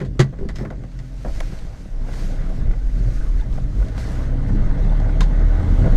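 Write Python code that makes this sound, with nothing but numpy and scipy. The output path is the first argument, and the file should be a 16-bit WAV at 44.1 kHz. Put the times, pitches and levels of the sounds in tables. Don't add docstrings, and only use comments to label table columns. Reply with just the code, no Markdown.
import sys
import numpy as np
from scipy import signal
from scipy.fft import rfft, irfft, next_fast_len
from scipy.io import wavfile
from scipy.ndimage import uniform_filter1d, map_coordinates

SR = 44100
rng = np.random.default_rng(int(sys.argv[2]) if len(sys.argv) > 2 else 0)


def dump(signal):
    limited = np.clip(np.atleast_2d(signal).T, -1, 1)
    pcm = np.round(limited * 32767).astype(np.int16)
    wavfile.write(sys.argv[1], SR, pcm)


def gain_from_db(level_db):
    decades = np.asarray(level_db, float) / 20
    return 10 ** decades


N = 262836

# start_s, level_db
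ROAD = [(0, -58), (.46, -51), (.58, -50.5), (.85, -52), (1.11, -52), (1.46, -44.5), (1.9, -50.5),
        (2.09, -43.5), (2.14, -41.5), (2.52, -41), (2.85, -48), (3.1, -44), (3.7, -46.5), (4.1, -38.5),
        (4.43, -40.5), (4.57, -38), (5.43, -37), (5.7, -34.5), (5.96, -33.5)]


def unit(x):
    return x / np.sqrt(np.mean(x ** 2) + 1e-20)


def curves(rows):
    s, *cols = np.transpose(rows)
    return [np.interp(np.arange(N) / SR, s, c) for c in cols]


def wobble(rate):
    knots = rng.standard_normal(int(N * rate / SR) + 4)
    return map_coordinates(knots, [np.arange(N) * rate / SR])


def filtered(x, response):
    n = x.shape[-1]
    padded = next_fast_len(n + SR // 4)
    spectrum = rfft(x, padded) * response(np.fft.rfftfreq(padded, 1 / SR))
    return irfft(spectrum, padded)[..., :n]


def colour(points):
    f, db = np.transpose(points)
    return lambda hz: gain_from_db(np.interp(np.log(hz + 1), np.log(f + 1), db, -120, -120))


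def modes(table):
    def response(f):
        return sum((-1) ** k * gain_from_db(db) * 1j * f * width / (centre ** 2 - f * f + 1j * f * width)
                   for k, (centre, width, db) in enumerate(table))
    return response


def rush(points, patchy_db, grain_db=0):
    raw = rng.standard_normal(N) * gain_from_db(grain_db * wobble(400))
    z = signal.stft(raw, nperseg=512)[2]
    field = uniform_filter1d(rng.standard_normal(z.shape), 5, 0)
    field = uniform_filter1d(field, 8, 1)
    patched = signal.istft(z * gain_from_db(patchy_db * unit(field)), nperseg=512)[1][:N]
    return unit(filtered(patched, colour(points)))


def swells(rows):
    t = np.arange(N) / SR
    energy = 0
    for s, db, rise, fall in rows:
        bell = np.exp(-((t - s) / np.where(t < s, rise, fall)) ** 2 * 2)
        energy = energy + gain_from_db(2 * db) * bell
    return np.sqrt(energy)


def contacts(rows, t60, rise, push, grit_db):
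    # centre_hz, width_hz, level_db
    trim = [(393, 21, 1.5), (496, 50, 10.5), (660, 132, 8.5), (863, 140, 3.5), (1050, 180, 3),
            (1526, 430, -0.5), (2000, 370, -2.5)]
    # centre_hz, width_hz, level_db
    floor = [(133.6, 13.4, 3.5), (203, 21, 1), (260, 84, -5.5), (407, 78, -7)]
    # frequency_hz, level_db
    click_spectrum = [(880, -14), (1500, -4.5), (2010, -1), (2350, -9.5), (3280, -6.5), (4570, -8.5),
                      (5720, -15), (6560, -11.5), (12100, -34), (15500, -61)]
    out, t = np.zeros(N + SR), np.arange(SR // 4) / SR
    s, click_db, knock_db, thud_db, hz = np.array(rows).T[:, :, None]
    burst = rng.standard_normal((len(rows), 4, len(t)))
    grit = gain_from_db(grit_db * unit(uniform_filter1d(burst[:, 3], size=120)))
    shape = (1 - np.exp(-t / rise)) * gain_from_db(-60 * t / t60) * grit
    blow = push * (t / 0.00065) * np.exp(-t / 0.00037)

    def spot(f):
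        near = 1j * f * .5 * hz / (hz * hz - f * f + 1j * f * .5 * hz)
        return modes(trim)(f) * (0.44 + near)

    def peak(x):
        return x / np.abs(x).max(axis=1, keepdims=True)

    snap = 1 + 0.87 * push * gain_from_db(-60 * t / 0.0091)
    click = filtered(shape * burst[:, 0] * snap, colour(click_spectrum))
    knock = filtered(shape * burst[:, 1] + blow, spot)
    thud = filtered(shape * burst[:, 2] * gain_from_db(-60 * t / 0.26) + blow, modes(floor))
    sound = gain_from_db(click_db - 2.5) * peak(click)
    sound = sound + gain_from_db(knock_db + 1.0) * peak(knock)
    sound = sound + gain_from_db(thud_db - 3.5) * peak(thud)
    for start, one in zip(np.round(s[:, 0] * SR).astype(int), sound):
        out[start:start + len(t)] += one
    return out[:N]


def ringing(hits, table):
    out, t = np.zeros(N + SR), np.arange(SR // 4) / SR
    for s, db in hits:
        ring = 0
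        for hz, level, t60 in table:
            decay = gain_from_db(level + rng.normal(0, 1.5) - 60 * t / t60)
            ring = ring + decay * np.sin(-2 * np.pi * hz * t)
        out[round(s * SR):][:len(t)] += gain_from_db(db) * ring * (1 - np.exp(-t / 0.00017))
    return out[:N]


def brief_tones(rows, rate):
    t = np.arange(N) / SR
    out = np.zeros(N)
    for s, hz, db, length in rows:
        envelope = gain_from_db(db) * np.exp(-((t - s) / (0.28 * length)) ** 2)
        out += envelope * np.sin(2 * np.pi * hz * t + 2 * wobble(rate))
    return out


def body_sway():
    # frequency_hz, level_db (per Hz)
    spectrum = [(6, -15.5), (12, -2), (20, -9.5), (32, -3.5), (48, -19), (60, -11), (80, -65.5)]
    # peak_s, level_db, rise_s, fall_s
    lurches = [(.45, -19.5, 0.05, 0.098), (1.36, -21.5, 0.091, 0.15), (1.7, -27, 0.34, 0.14),
               (2.04, -29, .06, 0.16), (2.7, -20, 0.29, 0.41), (3.3, -19, 0.26, 0.36),
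               (3.9, -27, 0.22, 0.42), (4.7, -17, 0.33, 0.16), (5.05, -46, 0.058, 0.082),
               (5.65, -25, 0.14, 0.091), (5.96, -14.5, 0.14, 0.098)]
    rest_db = -41.5
    return np.hypot(gain_from_db(rest_db), swells(lurches)) * rush(spectrum, patchy_db=1.5)


def panel_boom(turn):
    # frequency_hz, level_db (per Hz)
    spectrum = [(32, -49), (55, 1.5), (65, -12.5), (92, -6), (110, -4), (130, -8), (192, -12), (222, -21),
                (254, -15), (276, -20), (313, -20), (369, -25.5), (419, -25.5), (480, -33), (620, -34.5),
                (1060, -120)]
    # peak_s, level_db, rise_s, fall_s
    blows = [(.04, -28.5, 0.041, 0.31), (.5, -32, 0.16, 0.39), (2.7, -29.5, 0.22, 0.052),
             (3.07, -28, 0.16, 0.076), (3.8, -29.5, 0.55, 0.26), (4.25, -47, 0.073, 0.18),
             (4.57, -25, 0.17, 0.1), (5.15, -24.5, 0.09, 0.084), (5.87, -20, 0.12, 0.059)]
    mean_db, growth = -30.5, 0.94
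    road_db, = curves(ROAD)
    ground = gain_from_db(mean_db - 2.5 + growth * (road_db - road_db.mean()))
    firing = 1 + 0.33 * np.cos(turn)
    noise = unit(firing * gain_from_db(1.4 * wobble(25)) * rush(spectrum, patchy_db=1.0))
    return np.hypot(ground, swells(blows)) * noise


def road_roar(turn):
    # frequency_hz, level_db (per Hz)
    spectrum = [(180, -10), (300, 2), (357, -12), (496, -3), (711, -14.5), (788, -13), (929, -14),
                (1490, -17), (2140, -18), (2370, -29), (3500, -29), (4550, -34.5), (7700, -120)]
    # centre_hz, width_hz, level_db
    roof = [(568, 57, -11), (644, 22.6, 6.5), (782, 61, 0), (1246, 27, -5), (1458, 20, 3.5), (1570, 60, -3),
            (2024, 74, -8.5)]
    road_db, = curves(ROAD)
    noise = rush(spectrum, patchy_db=2.0, grain_db=0.97)
    noise = filtered(noise, lambda f: 1 + np.abs(modes(roof)(f)))
    firing = 1 + 0.052 * np.cos(turn)
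    return gain_from_db(road_db) * unit(firing * gain_from_db(0.65 * wobble(24.64)) * noise)


def jacket():
    # frequency_hz, level_db (per Hz)
    spectrum = [(1290, -5), (2200, -3.5), (2800, -6.5), (3260, -8), (3650, -8), (4320, -6.5), (5590, -7.5),
                (6400, -7.5), (7400, -12.5), (8400, -13), (10100, -19.5), (11800, -19), (14300, -29.5),
                (15000, -31)]
    # peak_s, level_db, rise_s, fall_s
    strokes = [(.62, -66, 0.042, 0.029), (1.22, -67.5, 0.33, .1), (1.37, -58.5, 0.15, 0.24),
               (1.58, -65.5, 0.15, 0.12), (1.78, -65.5, 0.11, 0.17), (2.22, -55.5, 0.14, 0.14),
               (2.55, -64.5, 0.17, 0.067), (3.16, -62.5, 0.4, 0.21), (3.16, -63, .025, .04),
               (3.4, -66, 0.053, 0.088), (3.56, -64, 0.065, 0.11), (3.84, -63, 0.15, 0.099),
               (4.0, -56.5, 0.034, 0.14), (4.18, -59.5, 0.21, 0.098), (4.485, -64, 0.014, .02),
               (5.8, -63, 0.28, 0.3)]
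    rest_db, growth, dull_hz = -66, 0.41, 13200
    road_db, = curves(ROAD)
    rubbed = swells(strokes) * gain_from_db(8.5 + .8 * wobble(16)) * rush(spectrum, patchy_db=1.2, grain_db=1)
    still = filtered(rush(spectrum, patchy_db=2.0, grain_db=1.0), lambda f: 1 / (1 + (f / dull_hz) ** 4))
    return rubbed + gain_from_db(rest_db + 7.0 + growth * (road_db - road_db.mean())) * still


def squeaks_and_hums():
    # centre_s, pitch_hz, level_db, length_s
    squeaks = [(3.412, 3500, -45, 0.011), (3.416, 2730, -58, 0.017), (3.426, 860, -42, 0.047),
               (3.215, 1530, -40, 0.014), (4.84, 3927, -50, .014), (4.897, 3620, -44, 0.0089),
               (4.926, 772, -33, 0.048)]
    # centre_s, pitch_hz, level_db, length_s
    hums = [(2.12, 127, -30, 0.079), (2.53, 190, -31, 0.13), (2.69, 107.5, -26, 0.077),
            (3.08, 113.8, -20.5, 0.11), (4.55, 202, -27.5, 0.31), (4.88, 199, -30, 0.13),
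            (5.05, 93.6, -20.5, 0.11), (5.15, 110, -25, 0.08), (5.36, 102, -32, .12),
            (5.85, 246.4, -29, 0.085)]
    return brief_tones(squeaks, rate=260) + brief_tones(hums, rate=12)


def trim_rattles():
    # start_s, click_db, knock_db, thud_db
    jolts = [(1.856, -60, -39, -28.5), (2.1316, -32.5, -42, -51), (2.3582, -37, -45, -31),
             (2.498, -50, -34.5, -24), (3.0799, -86, -38, -45), (3.812, -44, -35, -42),
             (4.7897, -48, -29, -41), (4.8469, -39, -35, -41), (5.0965, -40, -45, -58),
             (5.408, -65, -32, -17.5), (5.5007, -49, -40, -44), (5.75, -50, -34, -33),
             (5.7921, -51, -36, -16.5), (5.858, -60, -22, -16), (5.9292, -48, -27, -27)]
    centre_hz = 454
    rows = [(*row, centre_hz) for row in jolts]
    return contacts(rows, t60=0.17, rise=0.00053, push=8.6, grit_db=4.5)


def jacket_ticks():
    # start_s, click_db, knock_db, thud_db, knock_hz
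    ticks = [(0.5522, -50, -39, -52, 2000), (0.917, -43, -62, -68, 2000), (1.589, -33, -57, -62, 2000),
             (3.5281, -38, -55, -60, 2000), (3.8843, -35, -38, -52, 2000)]
    return contacts(ticks, t60=0.06, rise=0.00018, push=2.2, grit_db=-1.0)


def handling():
    # start_s, click_db, knock_db, thud_db, knock_hz
    touches = [(0.0014, -33.5, -30, -30, 2110), (0.0135, -38, -34, -13.5, 414),
               (0.0345, -52, -52, -17, 400), (0.0488, -33.5, -37, -39, 554), (0.0585, -47, -51, -34, 2000),
               (0.2124, -28, -28.5, -10.5, 1950), (0.243, -56, -32, -26, 377), (0.3253, -64, -34, -29, 410),
               (0.4108, -63, -46, -19.5, 393), (0.4292, -62, -41, -27, 384), (0.4508, -63, -39, -17, 424),
               (0.5574, -30.5, -40, -48, 1700), (0.5975, -44, -37, -41, 900), (0.668, -56, -43, -21, 1200),
               (0.5834, -40, -34, -25.5, 2000), (0.6091, -54, -37.5, -15.5, 540),
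               (0.6284, -59, -30, -20.5, 503), (0.7187, -70, -33, -46, 525), (1.2474, -56, -30, -22.5, 506),
               (1.2562, -61, -27.5, -29, 650), (1.2734, -53, -36, -20.5, 681),
               (1.5207, -50, -37, -21.5, 382)]
    return contacts(touches, t60=0.13, rise=0.0012, push=2.3, grit_db=-1.0)


def snaps():
    # start_s, click_db, knock_db, thud_db, knock_hz
    sharp = [(0.193, -13.5, -19, -32, 1020), (0.2004, -12, -19, -26, 1680), (0.4878, -28, -30, -29, 2040),
             (0.3874, -47, -40.5, -23, 1420), (0.8364, -46, -37.5, -26, 560),
             (0.6499, -41, -29.5, -17.5, 1640), (0.7024, -38, -29, -23.5, 710),
             (0.9897, -35, -45, -50, 2000), (2.0846, -49, -33, -49, 800), (2.713, -42, -48, -49, 1510),
             (2.7294, -52, -37, -36, 755), (3.398, -41, -54, -50, 2000), (3.5772, -50, -29.5, -37, 683),
             (3.978, -33.5, -35, -26, 686), (4.4894, -45, -32, -36, 1450), (4.9985, -38.5, -32, -32, 900),
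             (5.2061, -16.5, -27, -44, 1040), (5.2085, -17.5, -25, -52, 1040),
             (5.2175, -30, -36, -36, 1500), (5.2294, -28, -45, -40, 1050)]
    # start_s, click_db, knock_db, thud_db, knock_hz
    dry_click = [
        (1.4036, -19.5, -21, -33, 850),
    ]
    out = contacts(sharp, t60=0.089, rise=0.00069, push=1.67, grit_db=2.0)
    return out + contacts(dry_click, t60=0.02, rise=0.0002, push=1, grit_db=0.5)


def lever_rings():
    # pitch_hz, level_db, t60_s
    lever = [(363, -1, .06), (484, -14, .06), (1000, -24, .04), (1136, -21, .11), (1530, -21, .1),
             (1960, -23, .14), (2890, -30, .05), (3260, -21, .07), (3830, -28, .05), (4700, -34, .07),
             (6450, -33, .08)]
    # start_s, level_db
    lever_hits = [
        (0.1951, -8),
        (0.2006, -9),
    ]
    # pitch_hz, level_db, t60_s
    tunnel = [(134.5, 0, .22), (152, -1, .13), (205, -12, .06)]
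    # start_s, level_db
    tunnel_hits = [
        (0.0118, -22),
        (0.1926, -19),
        (0.1998, -8.5),
    ]
    # pitch_hz, level_db, t60_s
    knob = [(560, 0, .05), (650, -1, 0.11), (850, -21, 0.039), (1280, -10, .04), (1610, -6, 0.019)]
    # start_s, level_db
    knob_hits = [(1.2485, -29.5), (1.2565, -34), (1.268, -41), (1.283, -36), (1.297, -39), (5.845, -29),
                 (5.862, -37)]
    return ringing(lever_hits, lever) + ringing(tunnel_hits, tunnel) + ringing(knob_hits, knob)


def pedal_rings():
    # pitch_hz, level_db, t60_s
    pedal = [(273, -10, .06), (393, -1.5, 0.13), (487, -17, 0.062)]
    # start_s, level_db
    pedal_hits = [(.0135, -29), (.411, -24), (.429, -27), (.451, -27), (.609, -35), (.628, -38)]
    return ringing(pedal_hits, pedal)


def small_part_rings():
    # pitch_hz, level_db, t60_s
    latch = [(768, 5, .048), (1320, 0, .025), (1750, -1, .016), (2200, 1, .014), (3500, -7, .012),
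             (5700, -9, .01), (7200, -9, .01), (9500, -9, .01), (13000, -17, .008)]
    # start_s, level_db
    latch_hits = [
        (1.4037, -37),
        (1.4056, -26),
    ]
    # pitch_hz, level_db, t60_s
    catch = [(1035, 4, 0.051), (1530, -3, 0.055), (2070, -6, .04), (2480, -12, .04), (3690, -1, .04),
             (4090, -8, 0.056)]
    # start_s, level_db
    catch_hits = [(5.2075, -31), (5.2100, -31.5), (5.2125, -33), (5.2175, -29), (5.231, -51)]
    # pitch_hz, level_db, t60_s
    lid = [(637, -15, 0.034), (770, -0.5, 0.038), (1190, -5, 0.027), (1450, 1, 0.027), (2000, -3, 0.024),
           (3250, -14.5, 0.017), (5200, -21, .01)]
    # start_s, level_db
    lid_hits = [(.327, -54), (.388, -46), (.651, -39), (.704, -36), (.837, -43), (2.0855, -39),
                (2.711, -37), (2.736, -38.5), (3.08, -49), (3.208, -46), (3.578, -44), (3.801, -41),
                (3.827, -39), (3.979, -32), (4.051, -40), (4.17, -40), (5.094, -35), (5.294, -47),
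                (5.401, -40), (5.858, -35)]
    # pitch_hz, level_db, t60_s
    keys = [(2000, -4, 0.036), (4400, -13, 0.018), (5250, 0, 0.015), (6000, -3, 0.012), (8000, -14, 0.014),
            (11500, -20, 0.027)]
    # start_s, level_db
    zip_hits = [(.553, -46), (.559, -37.5), (.566, -42), (.574, -45), (.5855, -39), (.593, -46),
                (.602, -50), (.611, -50), (.621, -48), (.632, -52), (.9897, -46)]
    out = ringing(latch_hits, latch) + ringing(catch_hits, catch)
    return out + ringing(lid_hits, lid) + ringing(zip_hits, keys)


def driveline():
    # start_s, rate_hz
    shaft = [(1.88, 29.5), (2.55, 28.68), (3.0, 31.07), (3.38, 38), (3.55, 35), (3.84, 46), (4.15, 29.82),
             (4.5, 31.58), (4.95, 34.84), (5.3, 37.08), (5.8, 37.03), (5.96, 28.9)]
    # peak_s, level_db, rise_s, fall_s
    grabs = [(1.97, -23, 0.09, 0.7), (2.28, -21, 0.071, 0.23), (2.55, -21, 0.22, 0.062),
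             (2.69, -20, 0.034, 0.21), (2.95, -25.5, 0.041, 0.11), (3.39, -17.5, 0.14, .07),
             (3.65, -19.5, 0.089, .1), (3.82, -14, .07, 0.042), (4.52, -19, 0.45, 0.087),
             (4.94, -14, 0.23, 0.13), (5.23, -12.5, 0.17, 0.075), (5.45, -12, 0.23, 0.14),
             (5.71, -11.5, 0.028, 0.064), (5.798, -10, 0.02, 0.032), (5.93, -13, 0.039, 0.2)]
    hz = curves(shaft)[0] * (1 + 0.014 * wobble(7.4))
    turn = 2 * np.pi * np.cumsum(hz) / SR
    shudder = np.sin(turn) + gain_from_db(-18.5) * np.sin(2 * turn - 1.6)
    return swells(grabs) * gain_from_db(3.0 + 1.54 * wobble(22)) * shudder


def engine():
    # start_s, firing_hz, tone_db, overtones_db
    running = [(0, 43.8, -31, -48), (.65, 43.4, -32, -47), (1.25, 43.5, -29, -45), (1.4, 41.5, -35, -53),
               (1.7, 38, -39, -54), (2.3, 40.5, -33, -50), (2.85, 42.8, -23, -46), (3.02, 42, -20, -44),
               (3.27, 41, -31, -46), (3.45, 41.5, -33, -43), (3.6, 45.5, -33, -42), (3.78, 51.5, -30, -39),
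               (3.92, 55, -28, -41), (4.2, 64, -25, -39), (4.55, 68.5, -31, -34), (4.8, 70.5, -40, -36),
               (5.3, 76, -38, -35), (5.55, 80, -24, -39), (5.8, 86, -22, -38), (5.96, 89, -28, -37)]
    # multiple of firing, level_db
    overtones = [(2, 0), (3, 2), (4, -1), (5, -14), (6, -6), (7, -14), (8, -12), (13, -6)]
    # centre_hz, width_hz, level_db
    cabin = [(104, 24, 5), (138, 30, 7), (200, 24, -2), (264, 16, 5), (340, 60, -16), (565, 40, -12)]
    hz, tone_db, over_db = curves(running)
    turn = 2 * np.pi * np.cumsum(hz * (1 + .005 * wobble(15))) / SR
    tone = gain_from_db(tone_db + 3 + 3 * wobble(14)) * np.sin(turn)
    over = np.zeros(N)
    for multiple, db in overtones:
        level = gain_from_db(db + 2 * wobble(8.9))
        over += level * np.sin(multiple * turn + rng.uniform(0, 2 * np.pi))
    return tone + filtered(gain_from_db(over_db) * over, modes(cabin)), turn


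def scene():
    motor, turn = engine()
    cab = body_sway() + panel_boom(turn) + road_roar(turn) + jacket()
    loose = squeaks_and_hums() + trim_rattles() + jacket_ticks()
    driver = handling() + snaps() + lever_rings() + pedal_rings() + small_part_rings()
    return (cab + loose + driver + driveline() + motor)[None]


def roll_off(x):
    return signal.sosfilt(signal.butter(12, 15710, fs=SR, output="sos"), x)


def record(dry):
    mix = dry / (1 + np.abs(dry) ** 8) ** (1 / 8)
    return roll_off(mix)


dry = scene()
out = record(dry)
dump(out)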